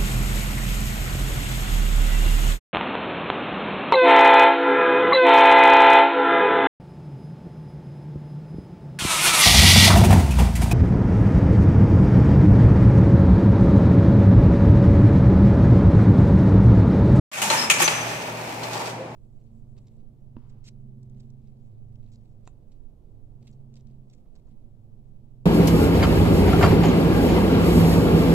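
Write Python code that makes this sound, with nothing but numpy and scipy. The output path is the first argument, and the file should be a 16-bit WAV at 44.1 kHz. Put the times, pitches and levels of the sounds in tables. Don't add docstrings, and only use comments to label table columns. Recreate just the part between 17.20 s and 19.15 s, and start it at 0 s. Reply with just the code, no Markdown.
import sys
import numpy as np
from scipy import signal
from scipy.fft import rfft, irfft
from scipy.io import wavfile

SR = 44100
rng = np.random.default_rng(int(sys.argv[2]) if len(sys.argv) > 2 else 0)


def inscribe(sig):
    pcm = np.round(np.clip(np.atleast_2d(sig).T, -1, 1) * 32767)
    wavfile.write(sys.argv[1], SR, pcm.astype(np.int16))


N = 85995

# start_s, level_db, hold_s, t60_s, thud_db, body_db, clang_db, edge_db, sizzle_db
BLOWS = [(0.131, -33.5, 0.0042, 0.44, -38, -10, 0.5, -8.5, 2),
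         (0.17, -30.5, 0.017, 0.14, -21, 9.5, 2, 3, 4), (0.2166, -22, 0.007, 0.2, -12, 1.5, -0.5, 1, 8),
         (.3, -19, .0044, .14, 0, -.5, .5, 0, -5), (0.326, -26.5, 0.02, 0.15, -11, 7.5, -0.5, -2, 5),
         (.4986, -9, .0031, .018, -32, -16, -3.5, -6, -5), (.508, -17, .01, .045, -42, -4, .5, 2.5, 1),
         (0.538, -25.5, 0.0018, .05, -10, 0, -13, 3, 0), (.6, -24.5, .007, .036, -6, -4, -4, -5, 6),
         (0.617, -19, 0.0088, 0.096, -3, -12, -8.5, -12, -0.5),
         (0.653, -30.5, 0.009, 0.054, -4, -10, 12, 14, -19), (.6765, -14, .003, .035, -2, 1, -1, 0, -14),
         (0.71, -31.5, 0.008, 0.028, 5, 7, 0, -14, -8)]
BLOW_BANDS_HZ = (250, 800, 2500, 4500, 12000)
# frequency_hz, level_db
HOUSING_COLOUR = [(35, -63), (60, -43), (107, -26), (248, -37), (278, -8.5), (312, -10.5), (756, -7),
                  (869, -9.5), (1070, -7), (1790, -11.5), (2410, -5), (3190, -12), (5710, -18.5),
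                  (6260, -9.5), (15500, -32)]
# pitch_hz, level_db, t60_s
STEEL_MODES = [(855, -37, .3), (926, -38, .25), (984, -38, .4), (1131, -41, .4), (1432, -40, .22),
               (2060, -44, .3), (2431, -38, .25), (2555, -45, .35), (2712, -45, .35), (2831, -42, .35),
               (3381, -39, .2), (7122, -35, .22)]
# start_s, pitch_hz, level_db, t60_s, left_minus_right_db
PINGS = [(.131, 2400, -50, 0.092, 0), (0.223, 2850, -23, 0.044, 3), (0.3, 4150, -20, 0.038, 13),
         (0.4999, 2435, -13.5, 0.011, -1.5), (.502, 2430, -20.5, .13, 0), (.549, 2430, -31, .1, 0),
         (0.603, 870, -16.5, 0.05, 6), (0.6783, 4500, -16, 0.0055, 10), (0.68, 2540, -23, 0.022, 2),
         (0.675, 860, -18, 0.054, 4)]
# time_s, level_db
RASP_LEVEL = [(.115, -46), (.14, -40.5), (.18, -37.5), (.22, -32.5), (.255, -28), (.29, -29.5), (.32, -26),
              (.35, -27), (.40, -28), (.45, -31.5), (.49, -49), (.56, -45), (.605, -21), (.645, -26),
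              (.67, -37), (.71, -28.5), (.74, -35.5), (.95, -42.5), (1.1, -65), (1.3, -95)]
# frequency_hz, level_db
RASP_COLOUR = [(47, -52), (80, -17), (107, -10), (252, 4.5), (281, -14), (741, 2.5), (1260, 1.5),
               (2600, -0.5), (4320, -4.5), (5270, -2.5), (5750, -2), (13900, -16), (15500, -45)]
# start_s, length_s, pitch_hz, glide_hz, level_db, jitter_ratio, flutter_db, left_minus_right_db
WHINES = [(.231, .018, 880, 10, -35, .02, 2, 2), (.249, .025, 905, 20, -31, .015, 2, 2),
          (.304, .048, 886, 0, -28, .005, 1.5, 4), (.32, .034, 975, 0, -32.5, .02, 3, 4),
          (.22, .07, 212, 0, -42.5, .03, 0, 1), (.40, .095, 226, 0, -40, .04, 0, 1),
          (.37, .014, 5130, 60, -32, .014, 2, 2), (.384, .019, 5230, 0, -25.5, .016, 2.5, 4),
          (.415, .016, 5220, 70, -26, .016, 2, 8), (.431, .024, 5360, -130, -31, .026, 3, 6),
          (1.765, .035, 525, 0, -43, .004, 0, -3), (1.795, .07, 528, 0, -38, .004, 0, -3)]
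# time_s, level_db
WHISTLE_LEVEL = [(.631, -53), (0.641, -26), (.654, -21.5), (.664, -22), (0.676, -39), (.71, -39.5),
                 (0.745, -41), (.772, -34.5), (.797, -48), (.816, -33.5), (.835, -48), (.885, -46),
                 (.91, -55), (.955, -49), (1.1, -58)]
# time_s, level_db
FEED_LEVEL = [(.75, -48), (.9, -32.5), (1.0, -37), (1.08, -36), (1.15, -39), (1.21, -36.5), (1.35, -36.5),
              (1.46, -36), (1.51, -34.5), (1.6, -37.5), (1.68, -36), (1.72, -47), (1.8, -84)]
# frequency_hz, level_db
FEED_COLOUR = [(120, -34), (400, -6), (700, -3), (950, -1.5), (1150, -11), (1800, -10), (2400, -7),
               (3300, -16), (5000, -16), (8000, -21), (10000, -25.5), (15500, -28)]
# start_s, level_db, hold_s
SLAPS = [(0.88, -38.5, 0.025), (1.01, -38, 0.014), (1.275, -46, 0.022), (1.431, -34.5, 0.013),
         (1.516, -38, 0.015), (1.533, -35.5, 0.026), (1.567, -38.5, 0.011), (1.592, -37, 0.023),
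         (1.655, -35.5, 0.018), (1.694, -37, 0.017)]
# frequency_hz, level_db
SLAP_COLOUR = [(150, -29), (800, 4), (1800, -4.5), (2600, -3.5), (4500, -2), (8000, -9), (10000, -16.5),
               (15500, -25)]
# start_s, level_db, hold_s
KNOCKS = [(1.059, -38.5, 0.036), (1.291, -38, .012), (1.427, -35.5, 0.018), (1.539, -33, 0.035),
          (1.598, -34, 0.031), (1.666, -37, .015)]
# frequency_hz, level_db
KNOCK_COLOUR = [(150, -39), (450, 3.5), (650, -0.5), (950, 5.5), (1300, -6), (2500, -20), (8000, -38)]
# frequency_hz, level_db
PANEL_SPREAD = [(100, -16), (400, -3), (1000, 4), (3000, 3), (12000, 9.5)]
# pitch_hz, level_db
MOTOR_TONES = [(118.4, -43.5), (161, -51), (253, -53.5), (571, -58), (657, -49.5), (840, -50)]
# time_s, gain_db
MOTOR_SWELL = [(.115, -25), (.22, -6), (.39, -20), (.47, -19), (.52, -3.5), (.71, -2), (.79, 4.5),
               (.95, 3.5), (1.04, -10), (1.12, 7), (1.17, 2), (1.36, -1), (1.42, 1.5), (1.57, 1),
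               (1.62, -4.5), (1.73, 2), (1.8, -2), (1.95, 2)]
# time_s, level_db
FAN_LEVEL = [(.115, -59), (.2, -40.5), (.35, -34.5), (.8, -35), (1.3, -37.5), (1.7, -38), (1.95, -39)]
# frequency_hz, level_db
FAN_COLOUR = [(20, -38), (39, -12), (50, -15), (85, -12.5), (125, -2.5), (180, 0), (260, -2), (340, -3),
              (450, -3), (850, -3.5), (1150, -13), (1800, -18), (2400, -18), (3400, -26.5), (7000, -31),
              (10000, -39), (15500, -47)]
# frequency_hz, t60_s
ROOM_T60 = [(100, 1.2), (500, 1.4), (2500, 1.3), (4000, .8), (8000, .62), (15000, .45)]
# frequency_hz, level_db
ROOM_COLOUR = [(100, -14), (800, -0.5), (2500, -1), (4000, -6), (7000, -2.5), (15000, -6.5)]

BLOW_ATTACK_S, TONE_EDGE_S, FEED_ATTACK_S = .0016, .002, .00062
STEEL_DB, EARLY_DB = -25.5, -5.5
WHISTLE_HZ, HUM_WAVER_DB = 6094, 1.65
PING_JITTER, WHISTLE_JITTER, HUM_JITTER = .0193, .0008, .01205
FEED_SEND_DB, WHINE_SEND_DB, PING_SEND_DB = -1, -3, -8.5
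MIC_SPACING_M, MACHINE_DIRECT_DB, LEFT_LEAN_DB = .11, 1, .23
START_S, CUTOFF_HZ = .115, 15500


def blows():
    crashes, housing_db = 0, at_hz(HOUSING_COLOUR, bins())
    for start, db, hold, t60, *bands_db in BLOWS:
        colour_db = housing_db + at_hz(list(zip(BLOW_BANDS_HZ, bands_db)), bins())
        crash = chatter(colour_db, grain_db=2)
        crashes += from_db(db) * crash * envelope(start, BLOW_ATTACK_S, hold, t60)
    steel = sum(from_db(db) * ring(crashes, hz, t60) for hz, db, t60 in STEEL_MODES)
    return crashes + from_db(STEEL_DB) * steel


def pings():
    out = 0
    for start, hz, db, t60, pan_db in PINGS:
        strength = from_db(db) * envelope(start, BLOW_ATTACK_S, 0, t60)
        pitch = hz * (1 + PING_JITTER * drift(900))
        out += at_mics(strength * tone(pitch), lag_s=.0004, pan_db=pan_db)
    return out


def tightening():
    return level(RASP_LEVEL) * chatter(at_hz(RASP_COLOUR, bins()), grain_db=.5)


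def whines():
    out = 0
    for start, length, hz, glide_hz, db, jitter, flutter_db, pan_db in WHINES:
        t = clock() - start
        gate = np.clip(t / TONE_EDGE_S, 0, 1) * np.clip((length - t) / TONE_EDGE_S + .5, 0, 1)
        strength = from_db(db + flutter_db * drift(350))
        pitch = (hz + glide_hz * np.clip(t / length, 0, 1)) * (1 + jitter * drift(500))
        out += at_mics(strength * gate * tone(pitch), lag_s=.00007, pan_db=pan_db)
    return out


def whistle():
    start, end = WHISTLE_LEVEL[0][0], WHISTLE_LEVEL[-1][0]
    strength = envelope(start, TONE_EDGE_S, end - start, t60_s=.3) * level(WHISTLE_LEVEL)
    pitch = WHISTLE_HZ * (1 + WHISTLE_JITTER * drift(240))
    return at_mics(strength * tone(pitch), lag_s=.00034, pan_db=8)


def feeding():
    slide = level(FEED_LEVEL) * chatter(at_hz(FEED_COLOUR, bins()), grain_db=2.5)
    slap_gain = sum(from_db(db) * envelope(start, FEED_ATTACK_S, hold, t60_s=.061)
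                    for start, db, hold in SLAPS)
    slaps = slap_gain * chatter(at_hz(SLAP_COLOUR, bins()), grain_db=3.2)
    knock_gain = sum(from_db(db) * envelope(start, .0023, hold, t60_s=.086)
                     for start, db, hold in KNOCKS)
    knocks = knock_gain * chatter(at_hz(KNOCK_COLOUR, bins()), grain_db=2)
    running = envelope(0, FEED_ATTACK_S, hold_s=1.7, t60_s=.15)
    return running * (slide + slaps + knocks)


def motor_and_fan():
    hum = 0
    for hz, db in MOTOR_TONES:
        strength = from_db(db + HUM_WAVER_DB * drift(23))
        hum += strength * tone(hz * (1 + HUM_JITTER * drift(30.04)))
    rush = tint(diffuse(), at_hz(FAN_COLOUR, bins()))
    return level(MOTOR_SWELL) * hum + level(FAN_LEVEL) * rush


def workshop(x):
    early = diffuse() * envelope(start_s=.00242, attack_s=.00086, hold_s=0, t60_s=.039)
    response = from_db(EARLY_DB) * unit_rms(early) / np.sqrt(N)
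    air, centres_hz = rfft(diffuse()), np.geomspace(100, 15000, 9)
    for hz, pick in zip(centres_hz, np.eye(len(centres_hz))):
        band = np.interp(np.log(bins() + 1), np.log(centres_hz), pick)
        decay = unit_rms(envelope(0, attack_s=.014, hold_s=0, t60_s=at_hz(ROOM_T60, hz))) / np.sqrt(N)
        response += from_db(at_hz(ROOM_COLOUR, hz)) * irfft(air * band, N) * decay
    return signal.fftconvolve(x, response, axes=1)[:, :N]


def chatter(colour_db, grain_db):
    spread = from_db(at_hz(PANEL_SPREAD, bins()))
    contact = rfft(at_mics(rng.standard_normal(N), lag_s=.00036, pan_db=0))
    panels = spread * rfft(diffuse())
    blend = irfft((contact + panels) / np.sqrt(1 + spread ** 2), N)
    return tint(blend * from_db(grain_db * drift(900)), colour_db)


def at_mics(x, lag_s, pan_db):
    delayed = np.interp(clock() - lag_s, clock(), x)
    return np.array([from_db(pan_db / 2) * delayed, from_db(-pan_db / 2) * x])


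def diffuse():
    alike = .99 * np.sinc(2 * bins() * MIC_SPACING_M / 343)
    mid, side = rfft(rng.standard_normal((2, N)))
    pair = np.sqrt(1 + alike) * mid + np.sqrt(1 - alike) * side * [[1], [-1]]
    return irfft(pair / np.sqrt(2), N)


def ring(x, hz, t60_s):
    radius, angle = np.exp(-np.log(1000) / (t60_s * SR)), 2 * np.pi * hz / SR
    return signal.lfilter([0, np.sin(angle)], [1, -2 * radius * np.cos(angle), radius ** 2], x + 1e-18)


def tone(hz):
    return np.sqrt(2) * np.sin(2 * np.pi * (np.cumsum(hz) / SR + rng.random()))


def envelope(start_s, attack_s, hold_s, t60_s):
    t = clock() - start_s
    decay = np.exp(-np.log(1000) * np.maximum(t - attack_s - hold_s, 0) / t60_s)
    return np.clip(t / attack_s, 0, 1) * decay


def drift(knots_per_s):
    knots = rng.standard_normal(int(N / SR * 4000) + 2)
    return np.interp(clock() * min(knots_per_s, 4000), np.arange(len(knots)), knots) * np.sqrt(3 / 2)


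def tint(x, colour_db):
    return unit_rms(irfft(rfft(x) * from_db(colour_db), N))


def level(points):
    return from_db(np.interp(clock(), *np.transpose(points)))


def at_hz(points, hz):
    table_hz, values = np.transpose(points)
    return np.interp(np.log(hz + 1), np.log(table_hz), values)


def from_db(db):
    return 10 ** (np.asarray(db) / 20)


def unit_rms(x):
    return x / np.sqrt(np.mean(x ** 2) + 1e-20)


def clock():
    return np.arange(N) / SR


def bins():
    return np.arange(N // 2 + 1) * SR / N


def scene():
    machine = blows() + tightening()
    feed, struck, squeals = feeding(), pings(), whines()
    direct = from_db(MACHINE_DIRECT_DB) * machine + feed + squeals + struck + whistle()
    room = workshop(machine + from_db(FEED_SEND_DB) * feed + from_db(WHINE_SEND_DB) * squeals
                    + from_db(PING_SEND_DB) * struck)
    return (direct + room + motor_and_fan()) * from_db([[LEFT_LEAN_DB], [-LEFT_LEAN_DB]])


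def record(dry):
    fade_in = np.clip((clock() - START_S) / .002, 0, 1)
    lowpass = signal.ellip(10, .1, 80, CUTOFF_HZ, fs=SR, output="sos")
    return signal.sosfilt(lowpass, np.tanh(dry) * fade_in)


dry = scene()
out = record(dry)
inscribe(out)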